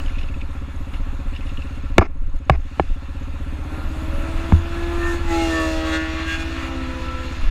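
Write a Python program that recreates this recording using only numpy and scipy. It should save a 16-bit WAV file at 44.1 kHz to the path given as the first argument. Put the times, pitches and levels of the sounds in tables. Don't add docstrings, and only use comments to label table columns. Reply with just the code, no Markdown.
import sys
import numpy as np
from scipy import signal
from scipy.fft import rfft, irfft
from scipy.io import wavfile
from scipy.ndimage import uniform_filter1d

SR = 44100
rng = np.random.default_rng(int(sys.argv[2]) if len(sys.argv) > 2 else 0)


def unload_audio(sound):
    columns = np.transpose(np.atleast_2d(sound))
    steps = np.round(np.clip(columns, -1, 1) * 32767)
    wavfile.write(sys.argv[1], SR, steps.astype(np.int16))


def decibels_to_gain(level_db):
    exponent = np.asarray(level_db, float) / 20
    return 10 ** exponent


N = 330750

# centre in seconds, half length in seconds, wash
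# in dB, treble in dB, engine in dB.
FLARES = [(.02, 0.075, -1, 4.5, 0), (.94, 0.033, 1, 2, 0), (2.22, .17, 2, -1.5, 0),
          (2.815, 0.073, 1.5, 1.5, 0), (3.774, 0.088, 0, 2, 14), (5.012, 0.088, 0.5, 2, 2.5),
          (5.112, 0.049, 0.5, 5.5, -2.5), (5.394, 0.12, 2, 6.5, -2), (5.64, 0.16, 0.5, 7.5, -1.5),
          (5.884, 0.036, 2, 3, 1.5), (5.949, 0.028, 1, 7.5, 6.5), (6.202, 0.036, 1.5, -2, 3.5),
          (6.322, 0.05, 0, 6, 8), (6.413, 0.022, 0, 5, 6.5), (6.607, 0.094, 3, -1.5, 1.5)]
SHADOW_S, SHADOW_HALF_S, SHADOW_DB, SHADOW_WASH_DB = 5.235, 0.068, -10, -2.5


def evened(x):
    return x / np.sqrt(np.mean(x ** 2) + 1e-20)


def read(points, hz):
    f, value = np.transpose(points)
    return np.interp(np.log(hz + 1), np.log(f + 1), value)


def columns(rows, t):
    s, *rest = np.transpose(rows)
    return [np.interp(t, s, c) for c in rest]


def bump(t, s, half):
    return np.exp(-((t - s) / half) ** 4)


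def flare_db(t, column):
    return sum(row[column] * bump(t, row[0], row[1]) for row in FLARES)


def add(mix, s, sound):
    part = mix[round(s * SR):][:len(sound)]
    part += sound[:len(part)]


def ring(modes, size=20000, rise=0.001):
    t = np.arange(size) / SR
    sines = sum(decibels_to_gain(np.asarray(db - 60 * t / t60)) * np.sin(2 * np.pi * hz * t) for hz, db, t60 in modes)
    return (1 - np.exp(-t / rise)) * sines


def drift(per_s, count=1):
    knots = rng.standard_normal((count, int(N / SR * per_s) + 3))
    return signal.resample(knots, N // 64 + 1, axis=1)


def noise(field_db, size=1024):
    hz = np.fft.rfftfreq(size, 1 / SR)
    t = np.arange(4 * N // size + 4) * size / 4 / SR
    a, b = rng.standard_normal((len(t), len(hz), 2)).T
    spectrum = (a + 1j * b) * decibels_to_gain(field_db(hz[:, None], t))
    return signal.istft(spectrum, nperseg=size, noverlap=3 * size // 4)[1][:N]


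def idle():
    # time in seconds, firings so far.
    firings = [(0.0, 0.29), (0.9, 14.5), (1.5, 23.72), (2.1, 33.13), (3.0, 47.65), (3.87, 61.47),
               (3.99, 63.43), (4.11, 65.59), (4.59, 74.95), (4.83, 79.22), (5.07, 83.78), (5.31, 88.15),
               (5.55, 92.33), (5.67, 94.34), (6.5, 107.97), (7.1, 117.63), (7.49, 123.96)]
    # time in seconds, exhaust gain in dB, extra gain of its upper modes in dB.
    throttle = [(0, -0.5, 0), (3.8, 0.5, 0), (4.1, 1.5, 1.5), (4.5, 0, 1), (5.0, 2.5, -3), (5.4, 1.5, 0),
                (5.8, 0, -1), (7.5, 0, -0.5)]
    # frequency in Hz, level in dB, t60 in seconds.
    exhaust = [(68.2, -14.5, 0.13), (128.4, -23, 0.067), (269, -27.5, 0.069), (205.4, -24.5, 0.046),
               (550, -36.5, 0.096), (313, -37.5, 0.047)]
    # delay in ms, sign of first swing, rise in ms.
    exhaust_start = [(12.5, -1, 6), (0, 1, 1.5), (4.7, 1, 2), (0, 1, 1.5), (4.5, 1, 3), (12, 1, 3)]
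    s, count = np.transpose(firings)
    whole = np.arange(0, count[-1])
    chance = rng.standard_normal((len(whole), 2))
    at_s = np.interp(whole, count, s, left=0) + 0.00064 * chance[:, 0]
    at = np.clip(at_s * SR, 0, N - 1).astype(int)
    gain_db, upper_db = columns(throttle, at_s)
    puffs, barks, valves = np.zeros((3, N))
    puffs[at] = decibels_to_gain(gain_db + 0.7 * chance[:, 1])
    barks[at] = decibels_to_gain(gain_db + upper_db + 0.8 * chance[::-1, 1])

    boom, pipe = np.zeros((2, 16000))
    for i, (mode, (delay_ms, sign, rise_ms)) in enumerate(zip(exhaust, exhaust_start)):
        add(pipe if i else boom, delay_ms / 1000, sign * ring([mode], rise=rise_ms / 1000))

    turns_s = np.interp(np.arange(0, count[-1], .5) + 0.3, count, s, left=0)
    valves[(turns_s * SR).astype(int)] = decibels_to_gain(4.6 * rng.standard_normal(len(turns_s)))
    tappet = ring([(6500, -51.5, 0.02), (6700, -65.5, 0.011)], size=2000)
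    pairs = (puffs, boom), (barks, pipe), (valves, tappet)
    return sum(signal.oaconvolve(hits, response)[:N] for hits, response in pairs)


def knocks():
    # start in seconds, level in dB, main mode in Hz, t60 in seconds, treble in dB,
    # lid ring in dB.
    cracks = [
        (1.9816, 10, 700, 0.014, 1, 1.5),
        (2.4969, 7, 763, 0.021, -3, -4),
        (2.797, 5.5, 780, 0.016, -16, -9.5),
        (4.5221, -4, 880, 0.0095, -19, -9),
    ]
    # start in seconds, level in dB, frequency in Hz, t60 in seconds.
    slaps = [(2.008, -17, 2080, .012), (2.0115, -12, 1350, 0.017), (2.0135, -10, 1100, .015),
             (2.017, -7, 487, .02), (2.021, -6, 1000, .014), (2.0245, -19, 2300, .01),
             (2.027, -9, 940, .014), (2.4992, -6, 1100, .022), (2.4972, -9, 2500, .009),
             (2.7975, -9, 950, .01), (2.8005, -17, 1800, .012), (1.9825, -8, 3600, .006),
             (2.501, -25, 2900, .025), (2.501, -16, 1510, 0.014)]
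    # start in seconds, level in dB, frequency in Hz, t60 in seconds.
    thumps = [(1.983, 9, 360, 0.022), (1.986, -6.5, 189, 0.09), (1.991, 4, 78, 0.083),
              (2.5, -13, 370, 0.037), (2.502, -0.5, 136, 0.075), (2.508, -4, 65.9, 0.43),
              (2.799, 1.5, 336, 0.025), (2.799, -10.5, 174, 0.057), (2.808, -11, 73, 0.12),
              (4.524, -1.5, 191.4, 0.065), (4.53, -11, 165, 0.12), (4.531, 0.5, 81.3, 0.24)]
    out = np.zeros(N)
    for s, db, hz, t60, treble_db, lid_db in cracks:
        overtones = [(hz * 1.27 ** k * rng.uniform(0.916, 1.051), treble_db - 3.15 * k, t60 * 0.93 ** k)
                     for k in range(1, 13)]
        shell = ring([(hz, 0, t60), (0.835 * hz, -5, t60)] + overtones, size=4000, rise=0.00076)
        lid = ring([(1700, -2, 0.0091), (2200, 1.5, 0.0073), (2940, -6.0, 0.0067)], size=2000, rise=0.0008)
        treble = ring([(3700, -18, .007), (6480, -26, 0.0091), (8960, -25, .004), (12400, -40, .005)],
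                      size=1000, rise=0.00033)
        add(out, s, -decibels_to_gain(db) * shell)
        add(out, s, decibels_to_gain(db + lid_db) * lid)
        add(out, s, decibels_to_gain(db + treble_db) * treble)
    for s, db, hz, t60 in slaps:
        add(out, s, ring([(hz, db, t60)], size=2000, rise=0.00048))
    for s, db, hz, t60 in thumps:
        add(out, s, ring([(hz, db, t60)], rise=0.00093))
    return out


def strap():
    # start in seconds, end in seconds, level in dB, low share 0-1.
    rattles = [
        (1.988, 1.997, -21, 0.33),
        (2.006, 2.017, -28, 0.1),
        (2.01, 2.032, -17, 0.5),
        (2.022, 2.071, -31, 0.11),
        (2.512, 2.565, -32, 0.12),
    ]
    out = np.zeros(N)
    low_body = ring([(390, 6, 0.017), (700, 10.0, 0.0092), (1100, -0.5, 0.016), (1610, -1, 0.0092)], size=900)
    high_body = ring([(1930, -9.0, 0.0052), (2150, -15.0, 0.0092), (3200, -22.5, 0.0016),
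                      (5100, -22.0, 0.0055), (6100, -29, 0.0056)], size=900)
    for start, end, db, low in rattles:
        size = int((end - start) * SR)
        grains = rng.standard_normal(size) * decibels_to_gain(2.0 * rng.exponential(1, size))
        grains = grains * signal.windows.tukey(size, .3)
        body = np.clip(low, 0, 1) * low_body + high_body
        add(out, start, decibels_to_gain(db) * evened(signal.oaconvolve(grains, body)))
    return out


def gravel():
    # start in seconds, peak in dB, frequency in Hz, scatter t60 in seconds, broad share 0-1.
    ticks = [(0.0, -31, 2950, 0.015, 0.05), (0.0603, -31, 2950, 0.015, 0.05),
             (0.075, -35.5, 2540, 0.32, 0.4), (0.094, -36, 2150, .02, .05), (0.155, -41, 2600, 0.043, 0.2),
             (0.183, -32, 2630, 0.097, 0.7), (0.211, -34, 2650, 0.05, 0.5), (0.229, -33.5, 2700, 0.05, 0.5),
             (0.284, -36.5, 2650, 0.044, 0.3), (0.3395, -34.5, 2600, 0.041, 0.15),
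             (0.407, -38, 2900, .015, .1), (0.412, -31.5, 2500, 0.025, 0.1),
             (0.9338, -33, 2210, 0.18, 0.27), (1.3345, -39, 2800, 0.087, 0.5), (1.349, -36, 2920, .04, .5),
             (1.36, -31.5, 2450, 0.046, 0.5), (1.4066, -37.5, 2570, 0.044, 0.2),
             (1.427, -39, 2150, .03, .05), (1.4655, -39, 2260, 0.077, 0.5), (1.489, -36, 2650, 0.06, 0.3),
             (1.571, -29.5, 2910, 0.02, 0.03), (1.59, -37, 2700, .05, .2), (1.617, -34.5, 2740, 0.033, 0.3),
             (1.6694, -40, 2820, 0.03, 0.7)]
    out = np.zeros(N)
    i = np.arange(4000)
    plate = ring([(2820, 11.5, 0.0038), (3420, 0.5, 0.0041), (5100, 0, 0.0039)], size=1200)
    for s, db, hz, t60, broad in ticks:
        scatter = rng.standard_normal(4000) * np.clip(i / 90, 0, 1) * decibels_to_gain(-60 * i / SR / t60)
        broad = np.clip(broad, 0, 1)
        body = ring([(hz, -9, .013)], size=1200) * (1 - broad) + broad * plate
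        tick = signal.oaconvolve(scatter, body)
        add(out, s, decibels_to_gain(db) * tick / abs(tick).max())
    return out


def engine(pitch, rows, top, flutter_db, wobble, upper_db, near):
    pattern_db = (-1.5, -20.5, -2.5, -14.5)
    # frequency in Hz, level in dB.
    silencer = [(150, -43), (400, -26), (550, -14), (1000, -23.5), (1800, -20), (2600, -26), (3500, -30),
                (5000, -37.5), (9000, -53)]
    marked = (5, 6, 7, 10, 14, 16, 18, 20, 21, 22, 24, 28, 30, 34, 35, 40, 42)
    marked_db = (17, 1.5, 9, 1, 0.5, 2.5, 2, 3.5, 10.5, 4.5, 3.5, -14, 6, 5.5, 11, 1.5, 6)
    swell_orders = (21, 21, 16, 12, 50, 33, 50, 10, 30, 7, 14, 12, 12, 10, 10, 14, 14, 16, 16, 16, 20, 20,
                    20, 21, 22, 22, 22, 24, 24, 26, 26, 28, 28, 34, 42, 42, 46, 18, 8, 32, 36, 10, 14, 14,
                    16, 16, 21, 21, 22, 22, 24, 26, 28, 28, 34, 5, 12, 18, 35, 36)
    # centre in seconds, half length in seconds, gain in dB.
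    swells = [(5.07, 0.09, 23), (5.63, .07, 7), (4.97, 0.13, 6.5), (7.13, 0.31, 15), (5.42, .12, 9),
              (7.25, .2, 14), (7.15, .2, 16), (5.37, 0.12, 10.5), (5.77, 0.14, -15), (4.25, 0.17, 17),
              (5.6, 0.085, 9.5), (5.35, .17, -8), (6.3, 0.17, -8), (4.9, 0.065, 7.5), (6.85, 0.68, 0),
              (5.4, .07, -6), (6.25, 0.13, 4.5), (6.4, .08, 3.5), (6.35, .22, -7), (7.2, 0.17, 12),
              (4.98, 0.28, 8), (5.7, .1, -12), (6.46, 0.23, 6), (6.6, .3, -7), (5.7, .15, -6),
              (5.55, 0.065, 6.5), (5.85, 0.12, -4), (5.75, .15, 2), (6.3, .1, -3), (5.42, .08, 8.5),
              (6.1, .25, 8), (5.92, .06, 8), (6.9, .06, 12), (5.42, 0.14, -7), (6.3, 0.071, 6),
              (5.94, 0.053, 5), (5.94, 0.041, 6), (5.95, 0.18, 2.5), (4.7, 0.35, 0.5), (5.4, .12, 4),
              (6.04, 0.25, 3), (5.14, .12, 9), (5.08, .2, 6), (6.04, .07, 11), (6.04, .06, -8),
              (4.72, .08, 6), (5.02, .12, 6), (5.92, .06, -8), (5.62, .12, 6), (6.04, .06, 6),
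              (5.32, .06, 9), (5.56, .06, -7), (5.08, .08, 8), (6.28, .08, 10), (5.45, .06, 14),
              (5.55, .17, 5), (5.38, .12, -5), (5.5, .12, 4), (5.56, .06, 6), (6.04, .06, 6)]
    # centre in seconds, half length in seconds, frequency in Hz, gain in dB.
    notches = [
        (5.41, 0.093, 1740, -11),
        (6.32, 0.089, 540, -18),
        (4.98, 0.16, 2130, -5),
        (6.3, 0.075, 2600, 6.5),
    ]
    # (dB at no load, dB gained at full load)
    multiples_db = [(-20, 18.5), (-19, 1.5)][:1 + near]
    uneven_idle_db, uneven_load_db = -10, 17
    turn_s, turn_span_s, dull_db_per_octave = 4.99, 0.13, -33
    veil_s, veil_span_s, veil_db = 5.23, .05, -6.5
    beat_per_s, beat_s, beat_db = 3.7, 5.4, 1.5

    start = round(rows[0][0] * SR) // 64
    t = np.arange(start, N // 64 + 1) * 64 / SR
    fine = np.arange(start * 64, N) / SR
    (hz,), (db, load) = columns(pitch, t), columns(rows, t)
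    hz = uniform_filter1d(hz, size=70)
    db = db + near * SHADOW_DB * bump(t, SHADOW_S, SHADOW_HALF_S)
    beating_db = near * beat_db * np.cos(2 * np.pi * beat_per_s * (t - beat_s))
    firing_db = [db + beating_db] + [db + idle_db + gain_db * load for idle_db, gain_db in multiples_db]
    veiled_db = near * veil_db / (1 + np.exp((t - veil_s) / veil_span_s))
    base_db = db + upper_db + near * flare_db(t, 4) + veiled_db
    tilt_db = dull_db_per_octave / (1 + np.exp((t - turn_s) / turn_span_s))
    rasp_db = flare_db(t, 3)
    uneven_db = uneven_idle_db + uneven_load_db * load
    shaky_hz = hz * (1 + wobble * drift(40)[0, -len(t):])
    cycle = 2 * np.pi * np.cumsum(np.interp(fine, t, shaky_hz)) / SR / 4
    fades, out = drift(8, count=top), np.zeros(N)
    mark_db = dict(zip(marked, marked_db))
    fade_in = np.clip((t - t[0]) / 0.14, 0, 1)
    for k in range(2, top):
        if k % 2 and k > 52:
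            continue
        order_hz, fade_db = k * hz / 4, flutter_db * fades[k, -len(t):]
        if k % 4 == 0 and k // 4 <= len(firing_db):
            level_db = firing_db[k // 4 - 1] + 0.38 * fade_db
        else:
            level_db = base_db + pattern_db[k % 4] + read(silencer, order_hz) + fade_db
            for s, half, f, gain_db in notches:
                octaves = 0.29 * (1 + (f < 1000))
                level_db += near * gain_db * bump(t, s, half) * bump(np.log2(order_hz / f), 0, octaves)
            level_db += mark_db.get(k, 0) + tilt_db * max(np.log2(k * hz.mean() / 4 / 1500), 0)
            level_db += rasp_db * np.clip(k / 28 - 1.5, 0, 1) + uneven_db * (k < 8)
        swell_db = near * sum(gain_db * bump(t, s, half)
                              for order, (s, half, gain_db) in zip(swell_orders, swells) if order == k)
        height = decibels_to_gain(level_db + swell_db) * np.sqrt(2) * fade_in
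        out[-len(fine):] += np.interp(fine, t, height) * np.sin(k * cycle + 2 * np.pi * rng.random())
    return out


def passing():
    # time in seconds, firing rate as heard in Hz.
    first_hz = [(3.4, 296), (4.6, 335.3), (4.95, 342.5), (5.2, 341.5), (5.65, 320), (6.05, 319.6),
                (6.25, 323.8), (6.6, 328.3), (7.5, 336)]
    second_hz = [(6.25, 277.6), (6.6, 269), (6.85, 260.1), (7.21, 255.8), (7.5, 254)]
    # time in seconds, level in dB, load 0-1.
    first_level = [(3.4, -47.5, 0.4), (4.2, -36.5, 0.63), (4.7, -33.5, 0.57), (5.1, -25, 0.08),
                   (5.4, -22.5, 0.54), (5.6, -24, 0.78), (5.96, -27.5, 0.66), (6.08, -29.5, 0.46),
                   (7.5, -45, 0.15)]
    second_level = [(6.25, -56, .6), (6.37, -42, 0), (6.62, -35.5, 0.24), (6.73, -34, 0.68),
                    (7.12, -40, 1.04), (7.33, -41.5, 0.6), (7.5, -48, 0.36)]
    first = engine(first_hz, first_level, top=112, flutter_db=3, wobble=.001, upper_db=2.7, near=1)
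    second = engine(second_hz, second_level, top=24, flutter_db=4.5, wobble=0.0013, upper_db=0.5, near=0)
    return first + second


def road():
    # time in seconds, level in dB, nearness 0-1.
    traffic = [(0, -38.5, 0.25), (.3, -43, 0.21), (.88, -43, 0.15), (1.64, -41.5, 0.27), (1.9, -43, 0.25),
               (2.15, -49, 0.1), (2.45, -46, .25), (2.7, -40, 0.32), (2.9, -41, 0.35), (3.26, -43, 0.22),
               (3.75, -39.5, 0.19), (4.4, -34, 0.23), (4.9, -33.5, 0.27), (5.35, -31, 0.36),
               (6.2, -31, 0.47), (6.7, -34.5, 0.36), (7.5, -35, 0.49)]
    # frequency in Hz, level in dB.
    far_colour = [(200, 5.5), (350, 1), (450, -11), (800, -5.5), (1400, -12), (2600, -19), (5000, -32.5),
                  (8500, -35), (15250, -41), (15600, -72)]
    near_colour = [(300, -25), (600, -19), (1200, -6), (2500, 5.5), (4000, -5.5), (6000, -4), (9500, -38.5),
                   (15250, -48), (15600, -62)]
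    # centre in seconds, half length in seconds, frequency in Hz,
    # gain in dB.
    swishes = [(3.82, .1, 11300, 7), (4.05, .1, 12300, 4), (4.22, .13, 10100, 5), (4.2, .08, 13500, 4),
               (4.35, .06, 14300, 4), (4.0, .07, 8700, 3), (5.6, .35, 14300, 4), (5.6, .4, 13000, -3),
               (5.68, .08, 11200, 3), (5.6, .3, 9500, -2), (2.25, .2, 13500, -9), (2.25, .2, 12000, -6),
               (2.25, .2, 15000, -8), (6.6, .1, 11000, -4), (3.55, .1, 7000, -3)]
    base_treble_db, swish_octaves = -17, .09
    hum_steady = .3
    lull_s, lull_half_s, lull_hz, lull_octaves, lull_db = 5.85, .55, 1800, 1.2, -2.5

    def field_db(hz, t):
        level_db, near = columns(traffic, t)
        level_db = level_db + SHADOW_WASH_DB * bump(t, SHADOW_S, SHADOW_HALF_S) + flare_db(t, 2)
        treble_db = base_treble_db + flare_db(t, 3)
        near = np.clip(near, 0, 1)
        shape = (1 - near) * read(far_colour, hz) + near * read(near_colour, hz)
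        band = (hz[:, 0] > 900) & (hz[:, 0] < 4500)
        shape = shape - 10 * np.log10(np.sum(decibels_to_gain(2 * shape[band]), axis=0))

        slope = np.clip(np.log2((hz + 1) / 3500), 0, 1) * np.where(hz > 9000, .75, 1)
        lift = (treble_db + 18.5) * slope
        chance = rng.standard_normal((len(t), len(hz))).T
        patches = evened(uniform_filter1d(uniform_filter1d(chance, 14, 0), 10, 1))
        lift = lift + 0.6 * (hz > 6000) * evened(uniform_filter1d(chance.mean(0), size=4))
        for s, half, f, db in swishes:
            lift = lift + db * bump(t, s, half) * bump(np.log2((hz + 1) / f), 0, swish_octaves)
        lift = lift - hum_steady * np.maximum(level_db + 40, 0) * (hz < 290)
        lull_band = bump(np.log2((hz + 1) / lull_hz), 0, lull_octaves)
        lift = lift + lull_db * bump(t, lull_s, lull_half_s) * lull_band
        return shape + level_db + lift + (1.47 + 0.74 * (hz > 8000)) * patches - 3.5

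    return noise(field_db)


def wind():
    # frequency in Hz, density in dB per Hz.
    wind_colour = [(4, -32), (14, 8.5), (27, 12.5), (33, -0.5), (42, -28), (60, -11.5), (150, -30.5),
                   (400, -79)]
    # peak in seconds, level in dB, rise in seconds, fall in seconds.
    gusts = [(.06, -20, 0.049, 0.46), (.81, -24, 0.055, 0.033), (.96, -21.5, 0.021, 0.25),
             (1.31, -18.5, 0.054, 0.037), (1.44, -22.5, 0.045, 0.22), (1.85, -26.5, 0.095, 0.29),
             (2.34, -12, 0.31, 0.041), (2.58, -14, .05, 0.087), (2.92, -12.5, 0.063, 0.033),
             (3.3, -28.5, 0.43, 0.58), (3.86, -22.5, 0.024, .07), (4.18, -20, 0.11, 0.059),
             (4.39, -16.5, 0.062, .025), (4.6, -16, 0.043, 0.022), (5.1, -23.5, 0.54, .15),
             (5.25, -21.5, 0.033, 0.22), (5.8, -26.5, 0.18, 0.071), (6.14, -32, .06, .03),
             (6.41, -26.5, .07, .04), (7.1, -32, 0.44, 0.27), (7.46, -9.5, 0.04, 0.062)]
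    breeze_db = -35.5
    rumble = evened(noise(lambda hz, t: read(wind_colour, hz) + 0 * t, size=8192))
    lumps = np.sqrt(uniform_filter1d(rumble ** 2, 5000))
    t = np.arange(0, N + 64, 64) / SR
    power = decibels_to_gain(2 * breeze_db)
    for s, db, rise, fall in gusts:
        power = power + decibels_to_gain(2 * db) * np.exp(-2 * ((t - s) / np.where(t < s, rise, fall)) ** 2)
    return np.sqrt(power).repeat(64)[:N] * evened(rumble / lumps ** 1.15)


def scene():
    camera = knocks() + strap() + gravel()
    return (idle() + camera + passing() + road() + wind())[None]


def roll_off(x):
    return signal.sosfilt(signal.butter(12, 16340, fs=SR, output="sos"), x)


def record(dry):
    # frequency in Hz, width in Hz, gain in dB.
    port = [(1077, 132, 3.5), (1349, 110, 7), (1746, 110, 4), (1970, 1100, -1), (2700, 440, 4.5),
            (3110, 206, -6), (3540, 770, 4.5), (4210, 150, 5.5), (5160, 92, -6), (5940, 1360, -4.5),
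            (6810, 520, 4.5), (10600, 930, 4.5)]
    edge_hz, recovery_db_per_s, fall_s = 15330, 18.7, 0.033
    hz = np.fft.rfftfreq(N, 1 / SR)
    port_db = sum(db / (1 + (2 * (hz - f) / width) ** 2) for f, width, db in port)
    log_gain = np.log(decibels_to_gain(np.r_[port_db, port_db[-2:0:-1]]))
    lag = -signal.hilbert(log_gain).imag[:len(hz)]
    passband = (hz > 6) / (1 + (hz / edge_hz) ** 500)
    heard = irfft(rfft(dry) * decibels_to_gain(port_db) * np.exp(1j * lag) * passband, N)

    climb = np.arange(N) * recovery_db_per_s / SR
    peak_db = np.minimum(20 * np.log10(abs(heard[0]) + 1e-9), 9)
    held_db = np.maximum.accumulate(peak_db + climb) - climb
    pole = np.exp(-1 / (fall_s * SR))
    over_db = signal.lfilter([1 - pole], [1, -pole], np.maximum(held_db + 4.5, 0))
    ducked = heard / decibels_to_gain(0.6 * over_db)
    clipped = .99 * ducked / (1 + abs(ducked) ** 6) ** (1 / 6)
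    return roll_off(clipped * np.clip(np.arange(N, 0, -1) / 300, 0, 1))


dry = scene()
out = record(dry)
unload_audio(out)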